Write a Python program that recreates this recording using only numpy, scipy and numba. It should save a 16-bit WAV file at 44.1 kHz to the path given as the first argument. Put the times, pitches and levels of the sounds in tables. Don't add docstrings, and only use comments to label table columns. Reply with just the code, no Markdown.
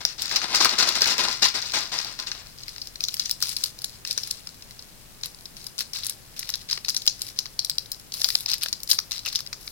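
import sys
import numpy as np
from scipy import signal
from scipy.fft import rfft, irfft
from scipy.io import wavfile
from scipy.ndimage import uniform_filter1d
from numba import njit

SR = 44100
rng = np.random.default_rng(int(sys.argv[2]) if len(sys.argv) > 2 else 0)


def pcm_store(signal):
    levels = np.round(np.clip(np.atleast_2d(signal), -1, 1) * 32767)
    wavfile.write(sys.argv[1], SR, levels.astype(np.int16).T)


def volts_from_db(level):
    exponent = np.asarray(level, float) / 20
    return 10 ** exponent


N = 428211


@njit
def add(out, at, hz, decay_s, size, phase):
    for k in range(len(at)):
        first = int(at[k]) + 1
        pole = complex(-1 / decay_s[k], 2 * np.pi * hz[k]) / SR
        ring = size[k] * np.exp(1 + pole * (first - at[k]) + 1j * phase[k]) / (decay_s[k] * SR)
        turn = np.exp(pole)
        last = min(first + int(10 * decay_s[k] * SR) + 2, len(out))
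        for j in range(max(first, 0), last):
            out[j] += ring.imag * (j - at[k])
            ring *= turn


@njit
def resonate(x, hz, width_hz):
    y, band, low = np.empty(len(x)), 0., 0.
    g, damping = np.tan(np.pi * hz / SR), width_hz / hz
    for i in range(len(x)):
        v = (band + g * (x[i] + 1e-18 - low)) / (1 + g * (g + damping))
        band, low = 2 * v - band, low + 2 * g * v
        y[i] = damping * v
    return y


# frequency in Hz, density in dB per Hz.
HISS_COLOUR = [(15, -4.5), (28, 6), (65, -5), (108, 2), (293, -9), (1230, -15), (5430, -17), (16000, -20.5)]


def hiss():
    hz = np.maximum(np.arange(N // 2 + 1) * SR / N, 1)
    colour_hz, colour_db = np.transpose(HISS_COLOUR)
    colour = volts_from_db(np.interp(np.log(hz), np.log(colour_hz), colour_db))
    shared = np.clip(40 / hz, .05, .7)
    noise = rfft(rng.standard_normal(size=(3, N)))
    out = irfft(colour * (np.sqrt(shared) * noise[0] + np.sqrt(1 - shared) * noise[1:]), N)
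    return out / out.mean(axis=0).std() * volts_from_db(-50.5 + np.array([[1.2], [-1.2]]))


def walls(x):
    t60_s, treble_t60_s = .22, .055
    t = np.arange(SR // 2) / SR
    noise = rng.standard_normal(size=(2, len(t))) * np.minimum(t / 0.0001, 1)
    dull = signal.lfilter(*signal.butter(2, 6500, fs=SR), noise)
    echoes = dull * volts_from_db(-60 * t / t60_s) + (noise - dull) * volts_from_db(-60 * t / treble_t60_s)
    echoes /= np.sqrt((echoes ** 2).sum() / 2)
    return signal.fftconvolve(x[None], echoes, axes=1)[:, :N]


# frequency in Hz, width in Hz, level in dB.
PORT_RINGS = [
    (4300, 1154, 17),
    (5050, 875, 17),
    (16740, 5000, 0.5),
]


def ports(air):
    rung = []
    for x in air:
        rings = sum(volts_from_db(db) * resonate(x, float(hz), float(width)) for hz, width, db in PORT_RINGS)
        rung.append(x + rings)
    left, right = rung
    right = right + volts_from_db(2.) * resonate(right, 10000., 8000.)
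    pan_db = 10.
    return np.array([left * volts_from_db(pan_db / 2), right * volts_from_db(-pan_db / 2)])


# time in seconds, lead in samples.
LEFT_LEAD = [(0, 5.95), (9.7, 3.57)]


def creases(s, db, ring_hz, knock_db, tick_db, slips):
    out = np.zeros((2, N))
    lead = np.interp(s, *np.transpose(LEFT_LEAD))
    for late_ms, slip_db in slips:
        u = rng.random(size=(len(s), 9)).T
        at = s * SR + u[0] * late_ms * SR / 1000
        hz = ring_hz if late_ms == 0 else 3500 * 1.908 ** u[1]
        ring = (hz, .0002, -9.)  # Hz, decay in s, dB
        knock = (1050 * 2.75 ** u[2], .00065, knock_db - 3.0)
        tick = (10000 * 1.64 ** u[3], .00005, tick_db + 10.5 - abs(late_ms))
        for (part_hz, decay_s, part_db), turn in zip([ring, knock, tick], u[4:]):
            for port, sign in enumerate([1, -1]):
                phase = 2 * np.pi * turn + port * 4.2 * (u[7] - .5)
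                size = volts_from_db(db + slip_db * (.6 + .8 * u[8]) + part_db + sign * 3 * (u[1] - .5))
                decays = np.full(len(s), decay_s)
                add(out[port], at + port * lead, np.minimum(part_hz, .4 * SR), decays, size, phase)
    return out


def swarm(effort_db, knock_db, tick_db, scatter_db, span_s, count):
    u = rng.random(size=(count, 3)).T
    start_s, end_s = span_s
    at = ((start_s + u[0] * (end_s - start_s)) * SR).astype(int).clip(0, N - 1)
    db = effort_db[at] - scatter_db * np.log(u[1] + 0.16)
    return creases(at / SR, db, 2800 * 3.17 ** u[2], knock_db[at], tick_db[at], [(0, 0), (2.5, -5.5)])


# start in seconds, effort in dB, hold in ms, cardboard bump in dB against the effort.
BOX_GRABS = [(0.0, -37, 7.5, -17), (0.05, -37, 18, -21), (0.175, -30.5, 50, -26), (0.3, -32, 17.6, -13.5),
             (0.353, -20.5, 4.2, -24), (0.413, -30, 11.7, -13), (0.466, -35.5, 58, -9),
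             (0.538, -19.5, 10.4, -25), (0.597, -15, 8.1, -20.5), (0.644, -22.5, 7.3, -16),
             (0.69, -32.5, 18, -10.5), (0.776, -24, 27.6, -16), (0.82, -33.5, 4.3, -2),
             (0.869, -25, 13.5, -21.5), (0.945, -27, 18.6, -16.5), (1.007, -23.5, 10.5, -21),
             (1.056, -22, 18.2, -15.5), (1.089, -39, 17, -7), (1.176, -26.5, 27, -15.5),
             (1.268, -32, 35, -21.5), (1.415, -17.5, 12, -21.5), (1.534, -24.5, 12.5, -23),
             (1.611, -31.5, 24.6, -22), (1.73, -21, 19.5, -19), (1.912, -30.5, 15.5, -14.5),
             (1.977, -33, 16, -32), (2.036, -34.5, 26.6, -18.5), (2.185, -36.5, 11.3, -14.5),
             (2.26, -34.5, 13, -21), (2.304, -44, 41, -20)]


def grabs(db):
    power = np.full(N, 1e-9)
    for (s, _, hold_ms, _), level in zip(BOX_GRABS, volts_from_db(db)):
        start = int((s + .004) * SR)
        t = np.arange(SR // 2) / SR / (max(hold_ms, 5) / 1000)
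        power[start:start + len(t)] += level ** 2 * t * np.exp(1 - t)
    step = SR // 60
    fidget = uniform_filter1d(np.repeat(rng.standard_normal(N // step + 1), step), step)[:N]
    return 10 * np.log10(power) + 3. * fidget


# frequency in Hz, width in Hz, level in dB.
CARDBOARD_MODES = [(82, 15, -0.5), (234, 65, 4.5), (334, 76, 7.5), (770, 800, 4.5), (1047, 130, 12.5),
                   (1210, 580, 0.5)]


def box():
    _, grab_db, _, bump_db = np.transpose(BOX_GRABS)
    packets = swarm(grabs(grab_db) - 9.5, np.full(N, -11.), np.full(N, -18.), 4.6, (0, 2.6), count=3500)
    u = rng.random(size=(3, N))
    bumps = (u[0] < .05) * volts_from_db(-2.5 * np.log(u[1])) * np.sign(u[2] - .5)
    body = np.zeros(N)
    for k, (hz, width, db) in enumerate(CARDBOARD_MODES):
        body += (-1) ** k * volts_from_db(db) * resonate(bumps, float(hz), float(width))
    body = body / body.std() * volts_from_db(grabs(grab_db + bump_db) + 4.5)
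    return packets + np.array([body, np.roll(body, shift=4) * volts_from_db(1.0)])


# start in seconds, peak in dB,
# frequency in Hz.
AIR_POPS = [(0.053, -36.5, 696), (1.281, -28, 1000), (1.458, -28, 1000), (2.058, -38, 755),
            (3.4255, -39.5, 1300), (0.647, -26, 1200), (4.1, -47, 504), (4.176, -41.5, 500),
            (5.806, -47, 493), (6.778, -45, 415), (7.075, -39, 706), (8.205, -48, 657), (8.218, -48, 650),
            (8.241, -50, 830), (8.257, -43, 695), (8.356, -42, 710), (8.463, -46, 766), (8.514, -47, 720),
            (8.659, -43, 660), (9.274, -45.5, 630), (9.266, -37, 2720)]
# start in seconds, peak in dB, frequency in Hz.
HOLLOW_KNOCKS = [
    (0.612, -21, 1050),
    (0.655, -21, 1260),
    (9.2605, -41, 2800),
    (9.2745, -42, 2500),
]


def pops(table):
    s, db, hz = np.transpose(table)
    out = np.zeros(N)
    add(out, s * SR, hz, np.full(len(s), .00093), volts_from_db(db + 4), 2 * np.pi * rng.random(len(s)))
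    return out


SNAP_LATE_S, SNAP_TICK_DB = 0.000911, 6.5

# start in seconds, peak in dB, ring in Hz, bright tick in dB.
SMALL_TICKS = [(4.0735, -24.5, 3800, -11), (0.2077, -29, 3530.0, -13), (0.256, -19, 3800, -17),
               (0.2934, -21, 3790.0, -22), (0.2996, -25, 3500, -19), (0.6078, -15, 3000, -34),
               (0.6918, -10, 4090.0, -26), (0.7539, -23, 3680, -28.0), (0.8092, -16.0, 5000.0, -18),
               (0.8254, -12, 4260.0, -27), (0.8741, -15, 4480.0, -26), (1.0078, -14, 4740.0, -17.5),
               (1.0725, -15, 5660, -12), (1.1355, -23, 4350.0, -21), (1.2839, -13, 4730, -31),
               (1.4547, -13, 4300, -21), (1.4686, -17.0, 4660, -17), (1.4832, -21, 5000, -31.0),
               (1.6174, -22, 5600, -21), (1.6229, -20, 4070, -26), (1.6593, -22, 4390.0, -24),
               (1.7194, -21, 4170, -21), (1.7532, -29, 5250.0, -27), (1.8051, -24, 5170.0, -12),
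               (1.9199, -22, 3010.0, -29), (1.9799, -18.5, 5600, -23), (1.9872, -12.5, 5430, -30.0),
               (2.0279, -30.0, 5600.0, -16), (2.0459, -20, 4130.0, -18), (2.1984, -18, 5100, -27.0),
               (2.4692, -34, 5070, -20.0), (2.6908, -25.5, 4770, -18.0), (8.692, -38, 4500, -5),
               (3.0469, -29, 5300.0, -25), (3.1676, -22, 5300, -15), (3.2036, -20, 5040.0, -28.0),
               (3.2272, -36, 4220.0, -26.0), (3.2671, -31, 4950.0, -22.0), (3.3043, -23, 5170.0, -15),
               (3.4347, -16, 4820.0, -28), (3.4945, -33, 5300, -20), (3.6621, -27, 5260, -9),
               (3.818, -27, 6900, -6), (8.581, -37, 4500, 0), (3.8944, -34, 4310.0, -10),
               (4.1005, -36, 5300, -20.0),
               (4.128, -22.5, 5270, -9), (4.3752, -39, 5120.0, -16.0), (4.49, -29.5, 4350.0, -18),
                    (4.5428, -39, 4350.0, -12), (4.823, -32, 5300, -18), (5.2573, -23.5, 4620, -5.5),
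                    (5.6423, -32, 4780.0, -8), (5.78, -20, 6000, -15), (5.969, -26, 4390.0, -8),
                    (6.046, -26, 6890.0, -3), (6.0659, -23, 6400, 0.5), (6.5012, -16.5, 5810.0, -16),
                    (6.5547, -19.5, 5560, -14), (6.6139, -41, 5120.0, -22), (6.719, -27, 4960, -21),
                    (6.728, -11, 5000, -24), (6.8587, -28, 4740.0, -25), (6.888, -14, 4700, -17),
                    (6.902, -18.5, 5040.0, -13), (6.9735, -26, 5430.0, -7), (6.9777, -26, 4780.0, -15.0),
                    (7.0555, -29, 3660.0, -9), (7.096, -20.5, 5030, -19), (7.1927, -32.5, 4900, -10),
                    (7.2667, -30, 4780.0, -10), (7.283, -32.0, 5040.0, -12), (7.2875, -30, 5080.0, -15.0),
                    (7.301, -32.0, 5030, -15), (7.3743, -34, 5170.0, -20.0), (7.4637, -28, 5000, -20),
                    (7.8582, -28, 4850, -18), (8.4, -26.0, 5510.0, -16), (8.406, -26, 4220, -5),
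                    (8.5337, -13, 4000, -30), (8.63, -28, 3730, -24), (8.7327, -22, 4960, -22),
                    (8.8744, -24.5, 4800, -11), (8.8939, -21.0, 5040.0, -8), (8.945, -25, 3660.0, -7),
                    (9.11, -23.5, 3960.0, -12), (9.1797, -24, 5160, -20), (9.2328, -38, 5210.0, -24),
                    (9.3152, -34, 4950.0, -23.0), (9.351, -19, 4910.0, -16), (9.4044, -21.5, 5170.0, -14),
                    (9.4724, -26, 5000.0, -20.0), (9.533, -24, 4070, -22)]
FURTHER_TICKS = [(2.585, -36, 4400, -24), (7.7545, -43, 4450, -2), (5.2115, -38, 5000, -18),
                 (5.346, -36, 5200, -7), (5.387, -41, 5200, -12), (5.4085, -41, 4300, -3),
                 (7.945, -31, 4500, -18)]


def ticks(table):
    s, db, hz, tick_db = np.transpose(table)
    slips = [(0, -4), (-.8, -7), (1.2, -5), (2.2, -7), (5, -13)]
    return creases(s + SNAP_LATE_S, db - 6, hz, np.full(len(s), -17), tick_db + SNAP_TICK_DB, slips)


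# start in seconds, length in seconds, effort in dB, bright tick in dB.
FINGER_SQUEEZES = [(2.571, 0.32, -42.5, -21), (2.999, 0.21, -38, -8), (3.197, 0.13, -36, -14),
                   (3.408, 0.12, -30.5, -6.5), (3.558, 0.12, -34.5, -8), (3.76, 0.2, -45.5, -19),
                   (4.06, 0.067, -33.5, -13), (4.159, 0.23, -37.5, -11), (4.4, 0.58, -52, -13),
                   (5.228, 0.021, -33, -12), (5.56, 0.12, -44.5, -8), (5.78, 0.032, -28.5, -15),
                   (5.937, 0.052, -29.5, -13), (6.02, 0.092, -34.5, -26), (6.358, 0.26, -38.5, -13),
                   (6.684, 0.065, -29.5, -17), (6.837, 0.36, -41.5, -15), (7.2, 0.093, -38.5, -6),
                   (7.355, 0.048, -41, -12), (8.131, 0.2, -37.5, -3), (8.19, 0.23, -37, -0.5),
                   (8.476, 0.062, -26.5, -20), (8.608, 0.014, -26, -11), (8.887, 0.031, -26.5, -0.5),
                   (9.107, 0.064, -32.5, -14), (9.245, 0.033, -27.5, -19), (9.319, 0.054, -33.5, -14),
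                   (9.605, 0.081, -47.5, 2)]


def squeezes(db):
    attack_s, sag_db_per_s, release_db_per_s, idle_db = 0.0069, 15.5, 367, -57
    power = np.full(N, volts_from_db(idle_db) ** 2)
    t = np.arange(SR) / SR
    for (s, length_s, _, _), level_db in zip(FINGER_SQUEEZES, db):
        start = int(s * SR)
        fall_db = sag_db_per_s * t + release_db_per_s * np.maximum(t - length_s, 0)
        grip = np.minimum(t / attack_s, 1) * volts_from_db(level_db - fall_db)
        power[start:start + SR] += grip[:N - start] ** 2
    return 10 * np.log10(power)


def wrapper():
    _, _, effort_db, tick_db = np.transpose(FINGER_SQUEEZES)
    effort = squeezes(effort_db)
    brightness = squeezes(effort_db + tick_db) - effort
    return swarm(effort - 14, np.full(N, -14.), brightness, 7.66, (2.45, N / SR), count=9000)


# start in
# seconds, # peak in dB, ring in Hz, knock in dB, bright tick in dB.
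BOX_SNAPS = [(0.0504, -7.5, 3880, -20, -21), (0.2194, -16.5, 5130, -30, -9.5), (0.3111, -18, 4010, -7, -23),
             (0.3591, -12, 5340, -15, -20), (0.4154, -21.5, 4360, -5, -34), (0.547, -12, 5340, -14, -17),
             (0.5566, -11, 5270, -30, -18), (0.646, -8, 4470, -12, -15), (0.7096, -17, 5040, -16, -40),
             (0.7852, -13.5, 4040, -25, -20), (0.8878, -7.5, 4400, -33, -17),
             (0.9535, -11.5, 4300, -24, -20), (1.0183, -6.5, 5770, -23, -21), (1.057, -13, 5050, -4, -17),
             (1.18, -15.5, 5270, -13, -17.5), (2.189, -22, 4960, -13, -22), (2.27, -22.5, 4000, -24, -33)]
WRAPPER_SNAPS = [(2.633, -27.5, 4340, -34, -33), (2.681, -26.5, 5050, -11, -14),
                 (2.7804, -28.5, 5320, -14, -17), (2.816, -20, 5470, -38, -22),
                 (2.871, -24.5, 5240, -21, -14.5), (2.9563, -24, 3870, -16, -20),
                 (3.0056, -20, 4500, -19, -19), (3.038, -11.5, 5300, -50, -19),
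                 (3.084, -13, 4990, -25, -18), (3.1409, -22, 4870, -12.5, -4.5),
                 (3.1958, -9, 5240, -25.5, -21.5), (3.2575, -16, 6200, -25, -21),
                 (3.2942, -21.5, 4750, -17, -11), (3.3109, -14.5, 4650, -38, -7.5),
                 (3.403, -35, 5630, -12, -2), (3.424, -10, 4600, -22, -12.5), (3.491, -20, 5170, -40, -8.5),
                 (3.5655, -15.5, 5340, -26, -14.5), (3.6374, -9.5, 6100, -24.5, -12.5),
                 (3.7882, -30.5, 5340, -31, -12), (3.843, -16.5, 5270, -27, -10.5),
                 (4.0492, -22, 5340, -14, -18), (4.109, -13, 4950, -24, -16.5),
                 (4.1766, -12, 5750, -18.5, -19),
                 (4.2335, -19.5, 5960, -47, -19), (4.273, -25.5, 5300, -15.5, -6.5),
                  (4.309, -14.5, 5260, -26, -10.5), (4.471, -25, 5450, -17, -18),
                  (4.6219, -32, 5170, -18, -19), (4.7082, -32, 4500, -15, -14),
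                  (4.7917, -30, 4510, -25, -27), (5.234, -18, 4600, -22, -26), (5.455, -27, 4800, -28, -19),
                  (5.567, -31, 5340, -17, -17), (5.6664, -27, 4900, -19, -6), (5.7902, -18, 5500, -36, -9),
                  (5.806, -19.5, 4830, -11.5, -8), (5.9333, -21, 5250, -24, -16),
                  (5.9593, -23, 5750, -14, -26), (6.0337, -23.5, 3320, -34, -13),
                  (6.056, -23, 5100, -25, -10), (6.096, -26, 5100, -22, 1.5),
                  (6.392, -25.5, 5570, -21, -1.5), (6.428, -23, 4080, -10.5, -24),
                  (6.4901, -20, 5900, -13.5, -12), (6.5386, -14, 5570, -22, -25),
                  (6.7108, -12, 4530, -23, -20.5), (6.7742, -21.5, 5070, -8.5, -19),
                 (6.8471, -20, 4440, -16, -21.5), (6.883, -14.5, 4760, -17, -19),
                 (6.8945, -14, 5100, -47, -12), (6.9453, -20.5, 4720, -16, -10),
                 (6.9646, -10, 4500, -29, -20), (7.0185, -23, 4700, -40, -19),
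                 (7.0756, -1.5, 4700, -41, -32), (7.2176, -16, 5550, -44, -11.5),
                 (7.3883, -11, 4940, -28.5, -20), (7.456, -25.5, 4960, -13, -23),
                 (7.5912, -10.5, 5070, -51, -22.5), (7.6467, -18.5, 4300, -36, -11.5),
                 (7.6965, -12.5, 4260, -26.5, -12.5), (7.782, -12, 4940, -27, -19),
                 (7.9167, -20, 4300, -32, -6.5), (7.9968, -33.5, 4470, -30, -10),
                 (8.1202, -20.5, 4900, -33, -23), (8.1388, -18.5, 4500, -23.5, -12.5),
                 (8.2023, -26, 5600, -25, -20), (8.216, -12.5, 4770, -18, -18), (8.243, -5, 4860, -25, -23),
                 (8.287, -16.5, 4280, -17, -12), (8.3021, -16.5, 4800, -15.5, -14),
                 (8.3524, -6, 4960, -21.5, -19.5),
                 (8.4595, -17.5, 5200, -21, -24), (8.489, -17.5, 3800, -24, -14),
                 (8.5002, -18.5, 4170, -24, -13), (8.515, -16.5, 5360, -21, -15),
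                 (8.539, -16, 4600, -20, -11), (8.633, -15, 3600, -15, -8), (8.6596, -17.5, 3250, -11, -19),
                 (8.6834, -20, 4530, -22, -19), (8.7275, -12.5, 4760, -23.5, -23),
                 (8.802, -31, 4930, -29, -11), (8.832, -26, 5350, -33, -1), (8.9013, -17, 4740, -37, -1.5),
                 (8.9131, -2.5, 4300, -37, -16), (8.9304, -18, 4320, -11, -8), (8.987, -9, 4640, -18, -20),
                 (9.1172, -13, 4340, -24, -23), (9.1908, -24, 4780, -26, -20), (9.259, -25, 4600, -8, -5.5),
                 (9.2847, -22.5, 4930, -31, -12), (9.3274, -24.5, 4860, -18, -14),
                 (9.3562, -8.5, 4100, -34, -23), (9.3891, -21.5, 5200, -13, -17),
                 (9.463, -29.5, 4760, -13, -17), (9.5283, -18.5, 4000, -14, -22.5)]
FURTHER_SNAPS = [(2.3153, -19, 4180, -11, -32), (2.7612, -28.5, 4300, -13, -25),
                 (7.064, -18, 4200, -16, -10.5), (9.2655, -21, 3000, -13, -30),
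                 (9.6764, -24, 4400, -13.5, -28)]


def snaps():
    creak = [(-.8, -10), (-3., -19)]
    slips = [(0, -6), (.8, -7), (1.2, -7), (1.8, -8), (2.8, -9), (4.5, -10), (7, -13), (12, -16),
             (18, -20), (30, -23)]
    wrapper_snaps = WRAPPER_SNAPS
    s, db, hz, knock_db, tick_db = np.transpose(BOX_SNAPS + wrapper_snaps + FURTHER_SNAPS)
    return creases(s + SNAP_LATE_S, db - 4.5, hz, knock_db + 5, tick_db + SNAP_TICK_DB, creak + slips)


def scene():
    packets = box()
    film = snaps() + wrapper() + ticks(SMALL_TICKS) + pops(AIR_POPS)
    film_right_db = 1.5
    film = film * volts_from_db(np.array([[-film_right_db], [film_right_db]]) / 2)
    film_to_walls = signal.lfilter([2.4, -3.3, 1.15], 1, film) * volts_from_db(-9.)
    box_to_walls = (packets - uniform_filter1d(packets, size=32)) * volts_from_db(-5)
    air = film + packets + walls((film_to_walls + box_to_walls).mean(axis=0))
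    air = air + ticks(FURTHER_TICKS) + pops(HOLLOW_KNOCKS)
    return ports(air) + hiss()


def band_limit(x):
    return signal.sosfilt(signal.butter(12, 16640, fs=SR, output="sos"), x)


def record(dry):
    x = signal.sosfilt(signal.ellip(8, .2, 55, 15900, fs=SR, output="sos"), dry)
    return band_limit(np.clip(x, -1, 1))


dry = scene()
out = record(dry)
pcm_store(out)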